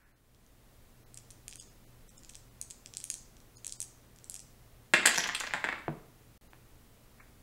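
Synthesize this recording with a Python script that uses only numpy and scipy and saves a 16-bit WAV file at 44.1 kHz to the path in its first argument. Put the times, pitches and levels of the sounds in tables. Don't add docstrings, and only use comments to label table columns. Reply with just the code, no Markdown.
import sys
import numpy as np
from scipy import signal
from scipy.fft import rfft, irfft, next_fast_len
from scipy.io import wavfile
from scipy.ndimage import uniform_filter1d, map_coordinates

SR = 44100
rng = np.random.default_rng(int(sys.argv[2]) if len(sys.argv) > 2 else 0)


def field_ratio(decibels):
    return 10 ** (np.asarray(decibels, dtype=float) / 20)


def to_wav(sig):
    pcm = np.clip(np.atleast_2d(sig), -1, 1) * 32767
    pcm = np.round(pcm).astype(np.int16)
    wavfile.write(sys.argv[1], SR, pcm.T)


N = 327222


def add(track, start_s, sound):
    track[round(start_s * SR):][:len(sound)] += sound


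def blip(hz, ms):
    u = np.arange(1024) / SR * 1000 / ms
    swell = (u * np.e / 2) ** 2 * np.exp(-u)
    return np.sin(2 * np.pi * hz * u * ms / 1000) * swell


def ring(hz, t60, rise, size=1024):
    t = np.arange(size) / SR
    return np.sin(2 * np.pi * hz * t) * field_ratio(-60 * t / t60) * (1 - np.exp(-t / rise))


def modes(table, size, spread_db):
    total = np.zeros(size)
    for k, (hz, db, t60) in enumerate(table):
        strength = field_ratio(db + spread_db * rng.standard_normal())
        pitch_hz = hz * (1 + 0.054 * rng.standard_normal())
        total += (-1) ** k * strength * ring(pitch_hz, t60, 0.000071, size)
    return total


def band(x, low_hz, high_hz):
    return signal.sosfilt(signal.butter(3, [low_hz, high_hz], "band", fs=SR, output="sos"), x)


def along(points, hz):
    point_hz, value = np.transpose(points)
    return np.interp(np.log(hz + 1), np.log(point_hz + 1), value)


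def unit(x):
    return x / np.sqrt(np.mean(x ** 2) + 1e-20)


def noise(spectrum):
    size = next_fast_len(N + 8192)
    hz = np.fft.rfftfreq(size, 1 / SR)
    colour = field_ratio(along(list(spectrum) + [(15850, -120)], hz))
    return unit(irfft(rfft(rng.standard_normal(size)) * colour, size)[:N])


# start_s, level_db, board_pitch_hz, click_db, table_thump_db
BOUNCES = [(4.9367, -4.5, 1690, -9.5, -10), (4.9382, -2.5, 2330, -20.5, -18.5),
           (4.941, -6, 2060, -17.5, -19.5), (4.9982, -23, 2460, -26.5, -27),
           (5.0555, -7.5, 1780, -12, -16.5), (5.0592, -7, 2290, 4.5, -36), (5.0637, -14, 2400, 5.1, -12),
           (5.0727, -7.5, 2070, -5, -17.5), (5.0769, -10, 2650, -12, -16), (5.5088, -24.5, 1900, -24, -25),
           (5.537, -11, 1860, -16.5, -23), (5.5416, -23.5, 2080, -34, -10), (5.6417, -11, 1780, -27, -18),
           (5.6448, -25, 2230, -8.5, -29), (5.6886, -14.5, 1730, -25.5, -19),
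           (5.7267, -18, 1820, -27.5, -16), (5.7904, -39, 1900, -11.5, -4)]
# start_s, level_db, click_db
TUMBLES = [(5.1124, -18.5, -14.5), (5.144, -22, -5.5), (5.1591, -22, -4), (5.1774, -17.5, -0.2),
           (5.1785, -20.5, 0.5), (5.1837, -26, -3), (5.2002, -22.5, -6), (5.2027, -20.5, -21),
           (5.2378, -19, -8.5), (5.2424, -23, -9), (5.2574, -21, -22), (5.274, -29, 0),
           (5.2901, -17.5, -22), (5.3485, -18.5, -5), (5.364, -28.5, -14), (5.3973, -36, 2.3),
           (5.401, -26.5, 2), (5.407, -21.5, -11), (5.4362, -23.5, -14), (5.4684, -25, -10),
           (5.472, -24, -33)]
# pitch_hz, level_db, fade_60db_s
BOARD_TONES = [(1050, -2, .012), (1420, -3, .014), (1820, 0, .014), (2250, 0, .014), (3100, -8, .008),
               (4000, -13, .006)]
# pitch_hz, level_db, fade_60db_s
TABLE_TONES = [(151.2, 4.5, 0.16), (222, -5.5, .15), (279, -2, 0.15), (343, 3, 0.085), (467, -2.5, 0.09),
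               (600, -3.5, 0.13), (707, -13, 0.24), (905, -2, 0.038)]
EDGE_HZ, EDGE_THUMP_DB = 2210, -20.5
FACE_CLICK_HZ, EDGE_CLICK_HZ = 7600, 6600


def roll():
    out = np.zeros(N + SR)
    spread_db = 2.5
    short_table = [(hz, db, t60 * .5) for hz, db, t60 in TABLE_TONES[1:]]
    landings = [(*row, FACE_CLICK_HZ, 8) for row in BOUNCES]
    for s, db, click_db in TUMBLES:
        board_hz = EDGE_HZ * np.exp(0.18 * rng.standard_normal())
        thump_db = EDGE_THUMP_DB + 4 * rng.standard_normal()
        click_hz = EDGE_CLICK_HZ * np.exp(0.13 * rng.standard_normal())
        landings.append((s, db, board_hz, click_db, thump_db, click_hz, 1))
    for s, db, board_hz, click_db, thump_db, click_hz, clean_db in landings:
        add(out, s, field_ratio(db + thump_db - 9.5) * modes(short_table, size=4096, spread_db=spread_db))
        add(out, s, field_ratio(db - 18) * modes(BOARD_TONES, size=1024, spread_db=spread_db))
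        slaps = rng.random((4, 3)) * [.006, 8, 1] + [.0008, clean_db, 0]
        chatter = rng.random((4, 3)) * [.03, 9, 1] + [.006, 14, 0]
        for late, loss_db, pitch in [(0, 0, .5), *slaps, *chatter]:
            knock = blip(board_hz * (.7 + pitch * .5), 0.14) - field_ratio(.95 * click_db - 7) * blip(4500, 0.11)
            upper = field_ratio(.25 * click_db + 1) * (.17 * blip(14500, .06) - .35 * blip(10300, .08))
            click = blip(click_hz * (.92 + .16 * pitch), .13) + upper
            click_gain = field_ratio(click_db + 0.5 - .7 * clean_db * (late > 0))
            add(out, s + late, field_ratio(db - loss_db - 1.5) * (knock + click_gain * click))
    return out[:N]


def plastic(hz):
    corner = np.exp(.06 * rng.standard_normal(2))
    low_ring = 0.22 * ring(7100 * corner[0], 0.0033, .0001)
    high_ring = 0.099 * ring(9800 * corner[1], 0.0072, .0001)
    return blip(hz, 0.055) + low_ring - high_ring


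# start_s, level_db, pitch_hz, body_db
CLACKS = [(1.144, -33.5, 8100, -26), (1.174, -29, 8250, -19), (1.309, -34, 9200, -19),
          (1.481, -23.5, 8350, -13), (1.5267, -39.5, 6830, 3.5), (1.557, -30.5, 8550, -13),
          (1.599, -27.5, 7130, -12.5), (2.297, -33.5, 8300, -10), (2.3541, -30, 7540, -16),
          (2.6142, -19, 8600, -45), (2.7086, -28, 7600, -16), (2.713, -34, 6870, -30),
          (2.8603, -30, 6440, -10.5), (2.938, -30.5, 5760, -19), (2.9701, -19.5, 7550, -23),
          (3.002, -30.5, 8200, -17), (3.0409, -20.5, 8940, -20), (3.1018, -14.5, 8000, -19),
          (3.141, -22.5, 7800, -19), (3.6464, -26, 7860, -13), (3.6667, -19.5, 8650, -24),
          (3.7239, -22, 7200, -27), (3.8033, -18.5, 8560, -43), (3.8171, -19.5, 8360, -49),
          (4.1612, -45, 6750, -22), (4.2432, -34, 7800, -26), (4.3536, -30.5, 8800, -12),
          (4.298, -20.5, 8900, -49), (4.3426, -24, 8600, -26), (4.363, -30, 7160, -23)]
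# start_s, level_db
MORE_HITS = [(.3473, -53), (.4643, -52.5), (1.177, -36), (1.305, -36), (1.5004, -43), (1.512, -36),
             (1.5337, -35), (1.6248, -40), (2.0924, -40), (2.18, -35), (2.2344, -40.5), (2.2477, -38.5),
             (2.2935, -36), (2.3364, -43), (2.347, -37), (2.7026, -32), (2.95, -37), (3.0134, -38),
             (3.164, -51), (3.368, -45), (3.403, -46), (3.5707, -35), (3.6791, -29.5), (3.6946, -31),
             (3.7033, -44), (3.827, -24), (4.187, -43.5), (4.32, -37), (4.3933, -32), (4.4024, -33)]
TICK_DB, TICK_HZ, HZ_PER_DB = -36.5, 6670, 67
TICK_BODY_DB, BODY_PER_DB = -19.5, -0.55
SETTLE_S, SETTLE_DB, SETTLE_SPREAD_DB = .04, -20, 15


def shake():
    out = np.zeros(N + SR)
    weak_hits = list(MORE_HITS)
    for s, db, *_ in CLACKS:
        for late, loss in rng.random((2, 2)):
            weak_hits.append((s + SETTLE_S * late, db + SETTLE_DB - SETTLE_SPREAD_DB * loss))
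    hits = list(CLACKS)
    for s, db in weak_hits:
        extra_db = db - TICK_DB
        hz = TICK_HZ + HZ_PER_DB * extra_db + 600 * rng.standard_normal()
        body_db = TICK_BODY_DB + BODY_PER_DB * extra_db + 4 * rng.standard_normal()
        hits.append((s, db, hz, body_db))
    for s, db, hz, body_db in hits:
        body = blip(2900, .1)
        add(out, s, field_ratio(db + 1.45) * (plastic(hz) - field_ratio(body_db) * body))
        again_s = s + .0002 + .0004 * rng.random()
        add(out, again_s, field_ratio(db - 5.5) * plastic(hz * .9))
    return out[:N]


# start_s, level_db, push_length_ms
TAPS = [
    (5.8812, -13, 0.93),
    (6.533, -33, 0.4),
]


def taps():
    out = np.zeros(N + SR)
    for s, db, ms in TAPS:
        u = np.arange(1024) / SR / (ms * 0.00042)
        push = u * u * (1.5 - u) * np.exp(-2 * u)
        add(out, s, field_ratio(db + 17.0) * push)
        add(out, s, field_ratio(db - 21) * ms ** 2 * modes(TABLE_TONES, size=16384, spread_db=1))
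    return out[:N]


# middle_s, half_length_s, level_db
SCUFFS = [
    (0.045, 0.092, -71.5),
    (7.186, 0.0042, -62),
    (7.205, 0.0076, -53.5),
    (7.23, 0.0098, -63.5),
    (7.268, 0.027, -74),
]
# pitch_hz, level_db_per_hz
SCUFF_COLOUR = [(500, -37), (1000, -2.5), (1600, 2), (2300, -1.5), (3200, -25), (6000, -48)]


def slides():
    t = np.arange(N) / SR
    puffs = sum(field_ratio(db) * np.exp(-((t - s) / half_s) ** 2) for s, half_s, db in SCUFFS)
    return noise(SCUFF_COLOUR) * puffs


# delay_s, level_db
ECHOES = [(.0012, -13), (.0117, -12), (.0129, -19), (.0212, -22), (.0325, -26)]
# pitch_hz, fade_60db_s
ROOM_FADE = [(150, 0.52), (500, 0.53), (2000, 0.49), (5000, 0.59), (8000, 0.36), (14000, .18)]


def room(x, tail_db, low_hz):
    out = x + sum(field_ratio(db) * np.pad(x, (round(s * SR), 0))[:N] for s, db in ECHOES)
    x = band(x, low_hz, 16000)
    moment = np.arange(N) / 2200
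    for k in range(5):
        share = np.clip(1 - abs((moment - k + 2.5) % 5 - 2.5), 0, 1)
        hz, t, z = signal.stft(rng.standard_normal(SR // 2), SR, nperseg=256)
        fade = field_ratio(-60 * t / along(ROOM_FADE, hz)[:, None])
        tail = signal.istft(z * fade, SR, nperseg=256)[1]
        tail = tail * (1 - np.exp(-np.arange(len(tail)) / SR / 0.003))
        out = out + field_ratio(tail_db) * signal.fftconvolve(x * share, tail / np.linalg.norm(tail))[:N]
    return out


# pitch_hz, level_db_per_hz
RUMBLE = [(8.8, -35), (15, 1.5), (123, -13.5), (240, -17), (570, -22), (1500, -31.5), (1950, -67),
          (3300, -120)]
# pitch_hz, level_db_per_hz
HISS = [(590, -40), (1000, -5.5), (1520, -5), (1890, -2.5), (2310, -5), (4890, -8.5), (15750, -9)]
# pitch_hz, level_over_rumble_db
HUM = [(120, -4.5), (238, -14.5)]
# time_s, level_db
FADE_IN = [(0, -7.5), (.2, -8), (.47, -3.5), (.72, -1.2), (1.38, 0)]
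RUMBLE_DB, HISS_DB = -59.5, -67


def background():
    t = np.arange(N) / SR
    drift = map_coordinates(rng.standard_normal((2, 200)), [[0 * t, 0 * t + 1], [t * 14, t * 14]])
    hum = sum(field_ratio(db + 2 * d) * np.sin(2 * np.pi * hz * t + .5 * d) for (hz, db), d in zip(HUM, drift))
    whine = field_ratio(-17) * np.sin(2 * np.pi * 15734 * t + .3 * drift[0])
    low = field_ratio(RUMBLE_DB) * (noise(RUMBLE) + hum)
    high = field_ratio(HISS_DB) * (noise(HISS) + whine)
    return field_ratio(np.interp(t, *np.transpose(FADE_IN))) * (low + high)


def scene():
    board = room(band(band(roll(), low_hz=120, high_hz=16000), low_hz=130, high_hz=16000), tail_db=-4.5, low_hz=120)
    hand = room(band(shake(), low_hz=1500, high_hz=12900), tail_db=-7.0, low_hz=3690)
    table = room(band(taps() + slides(), low_hz=94, high_hz=3600), tail_db=-9.5, low_hz=80)
    return (hand + board + table + background())[None]


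# middle_s, lowest_pitch_hz, step_over_local_level_db
BLURS = [(.046, 3040, 9), (.133, 3000, 10), (.148, 3050, 11), (.218, 2520, 3), (.935, 2000, 6),
         (1.05, 2110, 10), (1.596, 700, 9), (1.648, 1500, 4.5), (1.69, 1000, 6), (1.861, 810, 5),
         (2.094, 500, 7), (2.179, 1500, 8.5), (2.5, 1500, 7), (3.568, 1500, 9), (3.781, 1500, 10),
         (4.08, 2060, 4.5), (4.41, 1000, 4), (4.809, 1980, 4.5), (5.166, 4020, 3), (5.256, 4970, 5.5),
         (5.363, 6500, 8), (5.511, 5000, 6), (6.49, 1980, 9.5), (6.65, 2020, 4), (6.89, 1986, -0.5),
         (7.213, 2800, 3)]


def blur(x):
    out, size = x.copy(), 2048
    window = signal.windows.kaiser_bessel_derived(size, 4 * np.pi)
    hz = np.fft.rfftfreq(size, 1 / SR)
    for s, low_hz, step_db in BLURS:
        at = slice(round(s * SR) - size // 2, round(s * SR) + size // 2)
        z = rfft(out[at] * window)
        bands_db = np.repeat(rng.normal(0, 2.5, 65), 16)[:len(z)]
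        step = field_ratio(step_db + bands_db) * uniform_filter1d(abs(z), size=140)
        coarse = z / (abs(z) + 1e-12) * step * np.floor(abs(z) / step + 0.41)
        out[at] += window * irfft((coarse - z) * (hz > low_hz))
    return out


def roll_off(x):
    return signal.sosfilt(signal.butter(12, 16950, fs=SR, output="sos"), x)


# start_s, end_s
DROPOUT = (6.378, 6.411)


def record(dry):
    t = np.arange(N) / SR
    gate = np.where((t > DROPOUT[0]) & (t < DROPOUT[1]), field_ratio(-34.0), 1)
    top = .95
    soft = np.tanh(dry[0] / top) * top
    treble_limit = signal.butter(12, 16300, fs=SR, output="sos")
    mix = blur(signal.sosfilt(treble_limit, soft))[None] * gate
    return roll_off(mix)


dry = scene()
out = record(dry)
to_wav(out)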